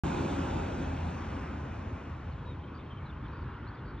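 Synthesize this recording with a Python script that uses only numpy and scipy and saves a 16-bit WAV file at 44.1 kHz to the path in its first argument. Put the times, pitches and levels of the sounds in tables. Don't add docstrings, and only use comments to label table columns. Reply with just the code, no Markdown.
import sys
import numpy as np
from scipy import signal
from scipy.fft import rfft, irfft
from scipy.io import wavfile
from scipy.ndimage import uniform_filter1d

SR = 44100
rng = np.random.default_rng(int(sys.argv[2]) if len(sys.argv) > 2 else 0)


def store_wav(level_fs):
    pcm = np.round(np.clip(np.atleast_2d(level_fs), -1, 1) * 32767)
    wavfile.write(sys.argv[1], SR, pcm.T.astype(np.int16))


N = 176400
T = np.arange(N) / SR
FRAME, HOP = 2048, 512
FRAME_S = np.arange(N // HOP + 3)[:, None] * HOP / SR
BIN_HZ = np.fft.rfftfreq(FRAME, 1 / SR)


def amp(db):
    return 10 ** (np.asarray(db) / 20)


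def unit_rms(x):
    return x / np.sqrt(np.mean(x ** 2) + 1e-20)


def curve(points, hz=BIN_HZ):
    f, value = np.transpose(points)
    return np.interp(np.log(hz + 1), np.log(f + 1), value)


def drift(rate_hz):
    rolloff = 1 + (np.fft.rfftfreq(N, 1 / SR) / rate_hz) ** 4
    return unit_rms(irfft(rfft(rng.standard_normal(N)) / rolloff, N))


def stereo_width(hz, mono_below_hz=337):
    return hz ** 3 / (hz ** 3 + mono_below_hz ** 3)


def air_noise(spectrum, level_db, likeness, pan_db, lead, patchy_db):
    a, b, c, d, patches = rng.standard_normal((5, len(FRAME_S), len(BIN_HZ)))
    patches = unit_rms(uniform_filter1d(uniform_filter1d(patches, size=7, axis=0), size=14, axis=1))
    width = stereo_width(BIN_HZ)
    shared = 1 - width * (1 - np.clip(likeness, 0, 1))
    left = a + 1j * b
    right = (shared * left + np.sqrt(1 - shared ** 2) * (c + 1j * d)) * np.exp(-1j * width * lead)
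    pair = np.array([left * amp(width * pan_db / 2), right * amp(-width * pan_db / 2)])
    pair *= amp(curve(spectrum) + patchy_db * patches)
    steady, moving = (
        signal.istft(frames, nperseg=FRAME, noverlap=FRAME - HOP, time_axis=1, freq_axis=2)[1][:, :N]
        for frames in (pair, pair * amp(level_db)))
    return moving / steady.std()


# frequency in Hz, relative level in dB.
ROAR_SPECTRUM = [(25, -12), (60, -4), (78, -6.5), (113, -6), (157, -2.5), (205, -4.5), (290, -1.5),
                 (400, -7.5), (460, -16.5), (555, -13.5), (700, -11.5), (860, -11.5), (1230, -18),
                 (1440, -18), (1850, -27), (2150, -27), (2570, -25), (3200, -31), (3600, -29.5),
                 (4300, -37.5), (5000, -37.5), (5700, -37.5), (7900, -37.5), (14500, -61)]
# frequency in Hz, fade in dB per second.
ROAR_FADE = [(70, 8), (160, 9), (225, 5.5), (290, 15.5), (360, 16.5), (480, 6.5), (650, 8), (900, 8.5),
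             (1300, 8), (1900, 3.5), (2600, 6.5), (3800, 11), (5200, 8), (7000, 11)]
# time in seconds, gain in dB.
ROAR_SURGES = [(0, 0.5), (.48, 0.2), (.68, 0), (1.0, 0.5), (1.35, 1.3), (1.55, 0), (2.1, .5), (2.6, -3),
               (3.1, 0)]
# frequency in Hz, left minus right in dB at full width.
NEAR_PAN = [(260, 7), (370, 1.5), (530, -7.5), (720, 4), (880, -5.5), (1400, -3), (1600, -0.5), (2000, 4),
            (3000, -0.5)]
FAR_PAN = [(310, 4), (430, -1.5), (540, -3), (680, 4.5), (880, 1.5), (1020, 3.5), (1300, 0), (1800, 0)]
# frequency in Hz, left's lead in radians at full width.
NEAR_LEAD = [(300, -.3), (430, -.7), (520, -.5), (600, -1.7), (680, -3.3), (770, -3.9), (860, -5.1),
             (1000, -6.8), (1250, -6.4), (1600, -6.7), (2000, -2 * np.pi)]
FAR_LEAD = [(370, -.8), (500, .2), (620, 2.2), (750, 1.7), (880, 2), (1050, .6), (1250, .75), (1600, 0),
            (2200, 0)]
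# frequency in Hz, left-right likeness from 0 to 1 at full width.
ROAR_LIKENESS = [(130, 1), (260, 0.76), (430, .72), (600, 0.5), (720, 0.5), (850, 0.4), (1000, 0.1),
                 (1250, 0.3), (1550, .88), (2000, 0.94), (2600, 0.96), (7000, 0.93)]


def tyre_roar(hold_s=0.28, swing_at_s=0.7, swing_s=0.22):
    surge_db = np.interp(FRAME_S, *np.transpose(ROAR_SURGES))
    fade_db = surge_db - curve(ROAR_FADE) * np.maximum(FRAME_S - hold_s, 0)
    gone = (1 + np.tanh((FRAME_S - swing_at_s) / swing_s)) / 2
    pan_db = (1 - gone) * curve(NEAR_PAN) + gone * curve(FAR_PAN)
    direction = (1 - gone) * np.exp(1j * curve(NEAR_LEAD)) + gone * np.exp(1j * curve(FAR_LEAD))
    likeness = curve(ROAR_LIKENESS) * abs(direction)
    return amp(-32.5) * air_noise(ROAR_SPECTRUM, fade_db, likeness, pan_db, np.angle(direction), 1.5)


# pitch in Hz, width in Hz, opening level in dB, fade in dB per second.
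TREAD_TONES = [(272, 18, -43.5, 7), (542.5, 24, -47.5, 11), (820, 28, -52, 14)]


def tyre_hum():
    hum = np.zeros(N)
    for hz, width, db, fade in TREAD_TONES:
        phase = 2 * np.pi * hz * T
        hum += amp(db - fade * T) * (drift(width / 2) * np.cos(phase) + drift(width / 2) * np.sin(phase))
    return hum


# time in seconds, level in dB.
EXHAUST_LEVEL = [(0, -37.5), (.6, -42.5), (.88, -36), (1.3, -39.5), (1.7, -41.5), (2.05, -50.5), (2.6, -48),
                 (3.1, -54), (4, -64.5)]
# multiple of the firing rate, relative level in dB, extra fade in dB per second.
EXHAUST_PARTIALS = [(1, -2, 0), (2, -5, 4)]


def exhaust(firing_hz=82.3, wander=0.0276, throb_db=3.5):
    firings = np.cumsum(firing_hz * (1 + wander * drift(rate_hz=7.2))) / SR
    drone = np.zeros(N)
    for multiple, db, fade in EXHAUST_PARTIALS:
        gain = amp(db - fade * T + throb_db * drift(rate_hz=7.1))
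        drone += gain * np.sin(2 * np.pi * multiple * firings)
    return np.sqrt(2) * drone * amp(np.interp(T, *np.transpose(EXHAUST_LEVEL)))


# frequency in Hz, relative level in dB.
WIND_SPECTRUM = [(25, -7.5), (55, -1), (78, -3), (98, -3.5), (120, -2), (180, -14), (320, -15),
                 (400, -19.5), (520, -24.5), (690, -30), (850, -25), (1080, -23), (1900, -41), (2300, -38),
                 (3200, -40), (4500, -53), (6000, -64), (8300, -73.5), (14000, -78.5)]
# time in seconds, gain of the deepest bass in dB.
GUSTS = [(0, -2), (.75, 4), (1.05, 2), (1.3, 4.5), (1.6, -2), (2.45, 1), (2.82, -6.5), (3.38, 5),
         (3.7, -3.5), (4, 0.5)]
# frequency in Hz, left-right likeness from 0 to 1 at full width.
AIR_LIKENESS = [(100, 1), (340, 0.92), (680, 0.78), (1000, 0.86), (1600, 1), (4000, 0.92), (7000, 0.57)]
# frequency in Hz, left minus right in dB at full width.
AIR_PAN = [(350, 3.5), (500, 1.5), (800, 2), (1250, 0), (8000, 0)]


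def wind(gust_below_hz=90):
    gust_db = np.interp(FRAME_S, *np.transpose(GUSTS)) / (1 + (BIN_HZ / gust_below_hz) ** 4)
    bed = air_noise(WIND_SPECTRUM, gust_db, curve(AIR_LIKENESS), curve(AIR_PAN), lead=0, patchy_db=2.0)
    return amp(-40.5) * bed


# frequency in Hz, relative level in dB.
SWISH_SPECTRUM = [(60, -7.5), (150, -8.5), (240, 0), (320, 0.5), (385, -14.5), (520, -8), (680, -16.5),
                  (900, -4), (1450, -3), (1900, -14), (2400, -24), (3500, -31), (5000, -35.5), (8000, -64),
                  (14000, -72.5)]


def turbine_blades(peak_at_s=1.386, period_s=2.13, depth_db=9, skew_rad=0.46):
    angle = 2 * np.pi * (FRAME_S - peak_at_s) / period_s
    swell_db = depth_db * (np.cos(angle + skew_rad * (np.cos(angle) - 1)) - 1) / 2
    swish = air_noise(SWISH_SPECTRUM, swell_db, curve(AIR_LIKENESS), curve(AIR_PAN), 0, patchy_db=1.5)
    return amp(-50) * swish


def bird_note(hz, progress, db):
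    return amp(db) * np.sqrt(2 * abs(np.sin(np.pi * progress))) * np.sin(2 * np.pi * np.cumsum(hz) / SR)


# start in seconds, length in seconds,
# first, middle and last pitch in Hz, level in dB, rasp from 0 to 1.
CHIRPS = [(2.315, 0.025, 4500, 4200, 4030, -68.5, .9), (2.59, 0.028, 3110, 3150, 3220, -72, 0.8),
          (2.633, .018, 3220, 3120, 3130, -62, 0.3), (2.666, 0.028, 3220, 3170, 3120, -66, 0.4),
          (2.741, 0.05, 4570, 4640, 4550, -69, .5), (2.782, .042, 3600, 3650, 3460, -67.5, .5),
          (2.857, .021, 3240, 3180, 3080, -67.5, .7), (2.901, 0.038, 3160, 3190, 3120, -59.5, 0.4),
          (2.964, 0.029, 3200, 3090, 3060, -61.5, 0.3), (3.052, .028, 4100, 3980, 3870, -64.5, 0.6),
          (3.089, .023, 3920, 3560, 3550, -60, 0.3), (3.123, .018, 2800, 2890, 2980, -60, .5),
          (3.16, .018, 2740, 2630, 2600, -67, 0.7), (3.241, .025, 3500, 3570, 3430, -64, 0.4),
          (3.25, .024, 3100, 3110, 3150, -65, .8), (3.28, 0.0066, 4180, 4060, 4140, -63, 1),
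          (3.308, .1, 4700, 4660, 4840, -73, .9), (3.413, 0.02, 4600, 4600, 4480, -68.5, 0.4),
          (3.516, 0.028, 3660, 3400, 3230, -67, 0.4), (3.543, 0.013, 3150, 3030, 3000, -66, 0.5),
          (3.668, 0.03, 3930, 4360, 4430, -64.5, .4), (3.744, .018, 4930, 4760, 4600, -70, .4),
          (3.773, .028, 3510, 3500, 3330, -67.5, .3), (3.841, 0.077, 4750, 4700, 4620, -71.5, 1),
          (3.968, .031, 3380, 3480, 3540, -66, .5)]


def bird_chirps(warble_depth=0.049, flutter_depth=0.96):
    song = np.zeros(N)
    warble, flutter = warble_depth * drift(rate_hz=330), flutter_depth * drift(rate_hz=340)
    for start, length, first, middle, last, db, rasp in CHIRPS:
        inside = (T > start) & (T < start + length)
        progress = (T[inside] - start) / length
        glide_hz = np.polyval(np.polyfit([0, .5, 1], [first, middle, last], 2), progress)
        chirp = bird_note(glide_hz * (1 + rasp * warble[inside]), progress, db)
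        song[inside] += chirp * (1 + rasp * flutter[inside]) / np.hypot(1, rasp * flutter_depth)
    return song


def bird_whistle(start_s=2.456, length_s=0.089, pitch_hz=3830, sag_hz_per_s=600, slur_hz=640):
    song = np.zeros(N)
    inside = (T > start_s) & (T < start_s + length_s)
    t = T[inside] - start_s
    hz = pitch_hz - sag_hz_per_s * t - slur_hz * np.exp((t - length_s) / 0.011)
    song[inside] = bird_note(hz, t / length_s, db=-61.5)
    return song


def distant_bird(echo_db=-11.5, echo_s=0.2):
    song = bird_chirps() + bird_whistle()
    tail = rng.standard_normal((2, SR // 2)) * amp(-60 * T[:SR // 2] / echo_s)
    echo = signal.fftconvolve(song[None], tail / np.linalg.norm(tail[0]), axes=1)[:, :N]
    return song + amp(echo_db) * echo


def scene():
    return tyre_roar() + tyre_hum() + exhaust() + wind() + turbine_blades() + distant_bird()


# frequency in Hz, left's lead in radians at full width.
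PORT_LEAD = [(1000, -.2), (1800, 0), (2650, .85), (3800, .45), (4400, .85), (5000, 2.35), (5600, 1.5),
             (8300, 2.9), (13000, 1.6)]
# frequency in Hz, gain in dB.
TREBLE_DIP = [(7900, 0), (9000, -24), (11000, -20), (13500, 0)]


def record(dry, low_cut_hz=47.3, high_cut_hz=15200, start_s=0.036):
    hz = np.fft.rfftfreq(2 * N, 1 / SR)
    lead = stereo_width(hz) * curve(PORT_LEAD, hz)
    port_phase = np.exp(1j * np.array([lead, -lead]) / 2)
    colour = amp(curve(TREBLE_DIP, hz)) / np.sqrt(1 + (low_cut_hz / (hz + 1)) ** 12)
    shaped = irfft(rfft(dry, 2 * N) * colour * port_phase)[:, :N] * (T > start_s)
    high_cut = signal.firwin(511, high_cut_hz, window=("kaiser", 9), fs=SR)
    return signal.oaconvolve(shaped, high_cut[None], "same")


dry = scene()
out = record(dry)
store_wav(out)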